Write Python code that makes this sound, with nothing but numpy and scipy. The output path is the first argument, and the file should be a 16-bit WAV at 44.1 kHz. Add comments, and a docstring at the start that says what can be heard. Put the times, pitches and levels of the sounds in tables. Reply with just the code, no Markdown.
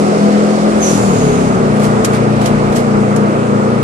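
"""An engine pulls hard over road and air roar inside a five-cylinder turbo car on a damp country road. The throttle
shuts, and the blow-off valve whistles and hisses while the revs fall; two clunks lead into the next gear.
The engine is a stack of unsteady tones at multiples of its cycle rate. The roar is noise in bands that swell and
flicker, and the spray on the wheel arches is short grainy noise bursts. The whistle and the escaping air are
noise in moving bands and a broad hiss, and the clunks are dying tones of the floor."""
import sys
import numpy as np
from scipy import signal
from scipy.fft import rfft, irfft
from scipy.io import wavfile
from scipy.ndimage import uniform_filter1d, map_coordinates

SR = 44100
rng = np.random.default_rng(int(sys.argv[2]) if len(sys.argv) > 2 else 0)


def to_wav(s):
    """Save 16-bit WAV."""
    ch = np.atleast_2d(s).T  # columns
    pcm = np.round(np.clip(ch, -1, 1) * 32767)  # PCM
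    wavfile.write(sys.argv[1], SR, pcm.astype(np.int16))


N = 168903
T = np.arange(N) / SR  # time of each sample, s
HZ = np.fft.rfftfreq(N, 1 / SR)  # frequency of each bin of the transform


def undb(db):
    """Turn decibels into a plain multiplier."""
    return 10 ** (np.asarray(db) / 20)


def unit(x):
    """Scale a sound to an average (RMS) level of 1."""
    return x / np.sqrt(np.mean(x ** 2))


def curve(table, col):
    """Draw one column of a table as a line over time; column 0 holds the seconds."""
    return np.interp(T, [row[0] for row in table], [row[col] for row in table])


def over_hz(table):
    """Spread a table of frequencies and values over the transform's bins, along a log scale."""
    return np.interp(np.log(HZ + 1), np.log([row[0] for row in table]), [row[1] for row in table])


def walk(rate):
    """Random levels, `rate` new ones a second, smoothed twice into a wandering line of spread 1."""
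    hold = max(int(SR / rate), 2)  # samples
    steps = np.repeat(rng.standard_normal(N // hold + 1), hold)
    line = uniform_filter1d(uniform_filter1d(steps, hold), hold)[:N]
    return line / line.std()


def fade(at_s, len_s):
    """A straight ramp from 0 to 1, centred on at_s."""
    return np.clip((T - at_s) / len_s + .5, 0, 1)


# How alike the noise at the two ears is.
# Each row: frequency in Hz, likeness from 0 (unrelated) to 1 (the same).
EAR_LIKENESS = [(30, 0.9), (200, 1), (350, 0.85), (600, 0.53), (1300, 0.63), (2500, 0.22), (6000, 0),
                (12000, 0)]


def pair_noise():
    """Spectra of left and right noise, as alike as the cabin makes them: a shared part plus an opposed part."""
    like = np.clip(over_hz(EAR_LIKENESS), 0, 1)
    shared, opposed = rfft(rng.standard_normal((2, N)))
    sign = np.array([[1], [-1]])
    return np.sqrt((1 + like) / 2) * shared + np.sqrt((1 - like) / 2) * opposed * sign


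def whirr(hz, width_hz):
    """Noise in a narrow band whose centre and width can move: a tone shaken by slow random noise."""
    # a wider band reads through the random points faster
    clock = np.cumsum(np.broadcast_to(width_hz, N)) / SR
    points = rng.standard_normal((3, 2, 8000))
    slow = np.array([[map_coordinates(p, [clock], mode="wrap") for p in pair] for pair in points])
    phase = 2 * np.pi * np.cumsum(hz) / SR
    bands = slow[:, 0] * np.cos(phase) + slow[:, 1] * np.sin(phase)
    return unit(bands[0] + bands[1:])  # one band for both ears, plus one for each ear


# The colour of the road and air roar, before its bands move.
# Each row: frequency in Hz, level in dB per Hz.
ROAR_COLOUR = [(15,-42),(30,-23),(50,-13.5),(80,-16.5),(110,-17.5),(160,-20),(214,-9),(290,-11),(370,-6.5),(438,-5.5),(520,-8),(600,-7),(720,-10.5),(850,-13),(1050,-15.5),(1250,-12),(1450,-18),(1690,-24.5),(2110,-26.5),(2600,-31.5),(3270,-38),(4700,-41),(6000,-43),(8130,-43.5),(10100,-50),(11600,-60),(12600,-70),(14500,-110)]
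# The lift of the roar's treble, intake air included.
# Each row: time in seconds, lift in dB.
TREBLE_LIFT = [(0, 12), (.75, 10), (1.0, 12.5), (1.6, 7), (2.5, 6), (3.83, 3.5)]
# The lift of the deep road rumble.
# Each row: time in seconds, lift in dB.
RUMBLE_LIFT = [(0, -8), (.8, -3), (1.1, 3), (2, 2), (2.7, 5), (3, -2.5), (3.83, -9)]
TREBLE_HZ, RUMBLE_HZ = 2930, 92  # each lift has half its strength here
ROAR_DB = -15.5  # average level of the whole roar
SWELL_DB, SWELL_RATE, FLICKER_DB, FLICKER_RATE = .3, 1.58, 1.0, 10  # spreads in dB, new levels per second
# throb once an engine cycle, and quick jolts from the road surface; each band takes at most half of them
THROB_DB, JOLT_DB, JOLT_RATE = 0.4, 1.26, 90.2


def roar(phase):
    """Road and air noise in half-octave bands that swell together while each flickers alone."""
    spectrum = pair_noise() * undb(over_hz(ROAR_COLOUR))
    swell = SWELL_DB * walk(SWELL_RATE)
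    shake = THROB_DB * np.cos(phase) + JOLT_DB * walk(JOLT_RATE)
    treble, rumble = curve(TREBLE_LIFT, 1), curve(RUMBLE_LIFT, 1)
    half_octaves = 2 * np.log2(HZ / 20 + 1e-9)  # counted up from 20 Hz
    total = 0
    for b in range(20):
        centre_hz = 20 * 2 ** (b / 2)
        window = np.cos(np.pi / 2 * np.clip(half_octaves - b, -1, 1)) ** 2
        band = irfft(spectrum * window, N)
        treble_share = 1 / (1 + (TREBLE_HZ / centre_hz) ** 3)
        rumble_share = 1 / (1 + (centre_hz / RUMBLE_HZ) ** 4)
        level_db = swell + FLICKER_DB * walk(FLICKER_RATE)
        level_db = level_db + treble_share * treble + rumble_share * rumble
        if b > 7:  # from 320 Hz up; the shake turns upside down above TREBLE_HZ
            level_db = level_db + (0.5 - treble_share) * shake
        total = total + band * undb(level_db)
    return unit(total) * undb(ROAR_DB)


# Spray and grit hitting the wheel arches.
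# Each row: peak time in seconds, level in dB, rise in seconds, decay in seconds, extra level of the bright part in dB.
SPRAY_HITS = [(1.766, -33, .002, .012, -1), (1.797, -30, 0.0016, 0.011, -1),
              (1.846, -24, 0.023, 0.023, 0.5), (2.049, -15, 0.0022, 0.0054, 6),
              (2.056, -24.5, 0.0046, 0.027, -2), (2.135, -29, 0.0036, .015, -1),
              (2.152, -26, 0.012, 0.025, -4), (2.415, -27, .003, 0.02, -3), (2.461, -20, 0.0022, .004, 1),
              (2.474, -23, 0.023, .016, -1.5), (2.727, -27, .004, .01, -3), (2.764, -23.5, 0.008, 0.021, 4),
              (2.80, -30, 0.0095, .012, -6), (3.163, -29.5, .0015, 0.0092, 9.5)]
# The colour of the spray. Each row: frequency in Hz, level in dB.
SPRAY_COLOUR = [(600, -18.5), (1500, -3.5), (3000, -7.5), (4500, -9.5), (6800, -9), (9000, -10.5),
                (11000, -15.5), (12500, -19.5), (15000, -38)]
GRAIN_DB, GRAIN_RATE = 1.2, 710  # spread of the grain in dB, new levels per second
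SPRAY_SPLIT_HZ = 4400  # the bright part lies above


def spray():
    """Bursts of noise that grow and die exponentially; the dull and the bright part have their own grain."""
    dull_env, bright_env = 0, 0
    for peak_s, db, rise_s, decay_s, bright_db in SPRAY_HITS:
        burst = undb(db) * np.exp(-np.where(T < peak_s, (peak_s - T) / rise_s, (T - peak_s) / decay_s))
        dull_env = dull_env + burst
        bright_env = bright_env + burst * undb(bright_db)
    noise = pair_noise() * undb(over_hz(SPRAY_COLOUR))
    bright = 1 / (1 + (SPRAY_SPLIT_HZ / (HZ + 1)) ** 8)
    size = np.std(irfft(noise, N))

    def grainy(part):
        """One part of the noise, roughened by quick random levels."""
        return irfft(noise * part, N) / size * undb(GRAIN_DB * walk(GRAIN_RATE))

    return grainy(1 - bright) * dull_env + grainy(bright) * bright_env


# The blows of the gear change.
# Each row: start in seconds, level in dB, extra level of the floor's upper tones in dB.
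GEAR_CLUNKS = [(1.544, -1.5, -8), (1.59, -16.5, 9)]
# The tones at which the floor rings.
# Each row: frequency in Hz, level in dB, time to die away by 60 dB in seconds.
FLOOR_TONES = [(118.7, -7.5, 0.26), (184, -0.5, 0.21), (300, -8, 0.25), (384, 0, 0.34), (451, -4, 0.29)]
CLUNK_RISE_S, UPPER_HZ = 0.019, 250  # the upper tones lie above UPPER_HZ


def clunk():
    """The driveline takes up its slack in two blows; each rings the floor as a set of dying tones."""
    total = 0
    for start_s, db, upper_db in GEAR_CLUNKS:
        t = np.maximum(T - start_s, 0)
        ring = 0
        for hz, tone_db, t60_s in FLOOR_TONES:
            level = undb(tone_db + upper_db * (hz > UPPER_HZ))
            ring = ring + level * np.sin(2 * np.pi * hz * t) * np.exp(-np.log(1000) * t / t60_s)
        total = total + undb(db) * ring * (1 - np.exp(-t / CLUNK_RISE_S))
    return total


# The course of the engine; the cycle rate is half the crank speed.
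# Each row: time in seconds, cycle rate in Hz, engine level in dB.
ENGINE_CYCLE = [(0.0, 40.85, 3), (0.8, 42.58, 0.5), (1.01, 40.09, -2), (1.57, 30.97, -1),
                (1.67, 29.24, 1.5), (1.78, 29.85, 0.5), (2.12, 29.34, 0), (2.27, 30, 1), (2.68, 29.52, 0.5),
                (2.87, 29.87, 0.5), (3.01, 29.45, 0.5), (3.83, 29.43, 0)]
# The engine's tones as the cabin hears them: pulling, with the throttle shut, and in the next gear.
# Each row: multiple of the cycle rate, level in dB.
PULLING = [(3,-20.5),(4,-12.5),(5,-1),(6,-15),(7,-14),(8,-15.5),(9,-11.5),(10,-17),(11,-16),(12,-12),(13,-15),(14,-21.5),(15,-33),(16,-17),(17,-33),(18,-17.5)]
SHUT = [(3, -3.5), (4, -4), (5, -3.5), (6, -9), (7, -8), (8, -11), (9, -15), (10, -16.5), (11, -17.5),
        (12, -10.5), (13, -13), (14, -25), (15, -29), (16, -31), (17, -22), (18, -25)]
NEXT_GEAR = [(3,-23.5),(4,-7.5),(5,-6),(6,-15),(7,-1),(8,-4.5),(9,-15.5),(10,-14.5),(11,-16.5),(12,-14),(13,-18),(14,-16),(15,-11),(16,-15.5),(17,-13.5),(18,-21)]
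# Cabin booms that the falling tones slide through while the throttle is shut.
# Each row: frequency in Hz, boost in dB.
CABIN_BOOM = [(80, -8), (100, -10.5), (120, -1), (165, -3), (205, 2.5), (230, 2), (255, 5), (320, -4),
              (380, -2.5), (435, 7), (500, 0), (700, -2)]
PULLING_DB, SHUT_DB, NEXT_GEAR_DB = -14, -14.5, -16  # added to every row of the three mixes
SHUT_S, SHUT_FADE_S = 0.913, .04  # throttle shuts
CLUTCH_OUT_S, BITE_S, BITE_FADE_S = 1.55, 1.594, 0.025  # clutch lets go, then bites
# unsteadiness of each tone as a share of its strength, and new values per second
WOBBLE, SHUT_WOBBLE, WOBBLE_RATE, DRIFT, DRIFT_RATE = .2, .22, 25.97, 0.14, 14.


def engine(phase):
    """Unsteady tones at multiples of the engine cycle; their mix changes with load and gear."""
    shut = fade(SHUT_S, SHUT_FADE_S)
    coast = shut * (1 - fade(CLUTCH_OUT_S, BITE_FADE_S))
    bite = fade(BITE_S, BITE_FADE_S)
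    rate_hz, total = curve(ENGINE_CYCLE, 1), 0
    boom_hz, boom_db = np.array(CABIN_BOOM).T
    for (k, pull_db), (_, coast_db), (_, next_db) in zip(PULLING, SHUT, NEXT_GEAR):
        boom = np.interp(k * rate_hz, boom_hz, boom_db)
        level = undb(PULLING_DB + pull_db) * (1 - shut)
        level = level + undb(SHUT_DB + coast_db + boom) * coast
        level = level + undb(NEXT_GEAR_DB + next_db) * bite
        # the wobble moves strength and phase, the drift strength only
        wobble = (WOBBLE + SHUT_WOBBLE * coast) * (walk(WOBBLE_RATE) + 1j * walk(WOBBLE_RATE))
        unsteady = 1 + wobble + DRIFT * walk(DRIFT_RATE)
        tone = np.exp(1j * (k * phase + 2 * np.pi * rng.random()))
        total = total + level * np.real(unsteady * tone)
    return np.sqrt(2) * total * undb(curve(ENGINE_CYCLE, 2))


# The valve's whistle, which splits in two.
# Each row: time in seconds, upper pitch in Hz, lower pitch in Hz, band width in Hz, level in dB.
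WHISTLE_PATH = [(.795, 6450, 6460, 150, -52), (.812, 6420, 6300, 150, -25), (.835, 6350, 6050, 302, -19),
                (.86, 6280, 5820, 400, -22.5), (.9, 6250, 5800, 550, -26), (.94, 6250, 5800, 600, -31),
                (.99, 6220, 5850, 603, -36), (1.05, 6200, 5850, 600, -60)]
# The escaping air.
# Each row: time in seconds, centre in Hz, level of the narrow band in dB, level of the broad hiss in dB.
AIR_PATH = [(.8, 6900, -62, -49), (.83, 6900, -32, -28), (.91, 6960, -27, -25.5), (1.0, 7020, -33, -31.5),
            (1.06, 6970, -31.5, -35), (1.18, 6780, -30.5, -35.5), (1.35, 6550, -34, -40),
            (1.6, 6300, -49, -50), (1.7, 6300, -63, -65)]
LOWER_DB, OVERTONE_DB = -3, -27  # against the upper whistle
AIR_WIDTH_HZ, HISS_HZ, HISS_WIDTH_HZ = 980, 6500, 9600


def valve():
    """A breathy whistle that sags and splits as the valve opens, its faint overtone, then escaping air."""
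    upper_hz, lower_hz, width_hz = (curve(WHISTLE_PATH, col) for col in (1, 2, 3))
    whistle = whirr(upper_hz, width_hz) + undb(LOWER_DB) * whirr(lower_hz, width_hz)
    whistle = whistle + undb(OVERTONE_DB) * whirr(upper_hz + lower_hz, 2 * width_hz)
    hiss_shape = 1 / (1 + ((HZ - HISS_HZ) / (HISS_WIDTH_HZ / 2)) ** 6)
    hiss = unit(irfft(pair_noise() * hiss_shape, N))
    air = whirr(curve(AIR_PATH, 1), AIR_WIDTH_HZ) * undb(curve(AIR_PATH, 2))
    air = air + hiss * undb(curve(AIR_PATH, 3))
    sounding = (T > WHISTLE_PATH[0][0]) * (T < AIR_PATH[-1][0])
    return (whistle * undb(curve(WHISTLE_PATH, 4)) + air) * sounding


# The balance of the two ears. Each row: frequency in Hz, left minus right in dB.
LEFT_MINUS_RIGHT = [(30, 4), (200, 5), (350, 0), (700, -0.8), (1400, -.4), (2800, -1.3), (5500, -3),
                    (10000, 0.5)]
LEFT_LAG_S = 0.000365  # the left hears everything this much later


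def scene():
    """Add up all sources, then share the level and time difference equally between left and right."""
    phase = 2 * np.pi * np.cumsum(curve(ENGINE_CYCLE, 1)) / SR
    both = rfft(roar(phase) + spray() + clunk() + engine(phase) + valve())
    half = np.array([[.5], [-.5]])  # left, right
    balance = undb(half * over_hz(LEFT_MINUS_RIGHT))
    delay = np.exp(-2j * np.pi * HZ * LEFT_LAG_S * half)
    return irfft(both * balance * delay, N)


DRIVE, TOP_HZ = 0.4, 14900  # strength of the rounding, upper limit of the sound


def record(dry):
    """Round the loudest peaks with a soft curve, then cut off the top with a steep filter."""
    rounded = np.tanh(DRIVE * dry) / DRIVE
    low_pass = signal.ellip(8, .2, 70, TOP_HZ, fs=SR, output="sos")
    return np.clip(signal.sosfilt(low_pass, rounded), -1, 1)


dry = scene()
out = record(dry)
to_wav(out)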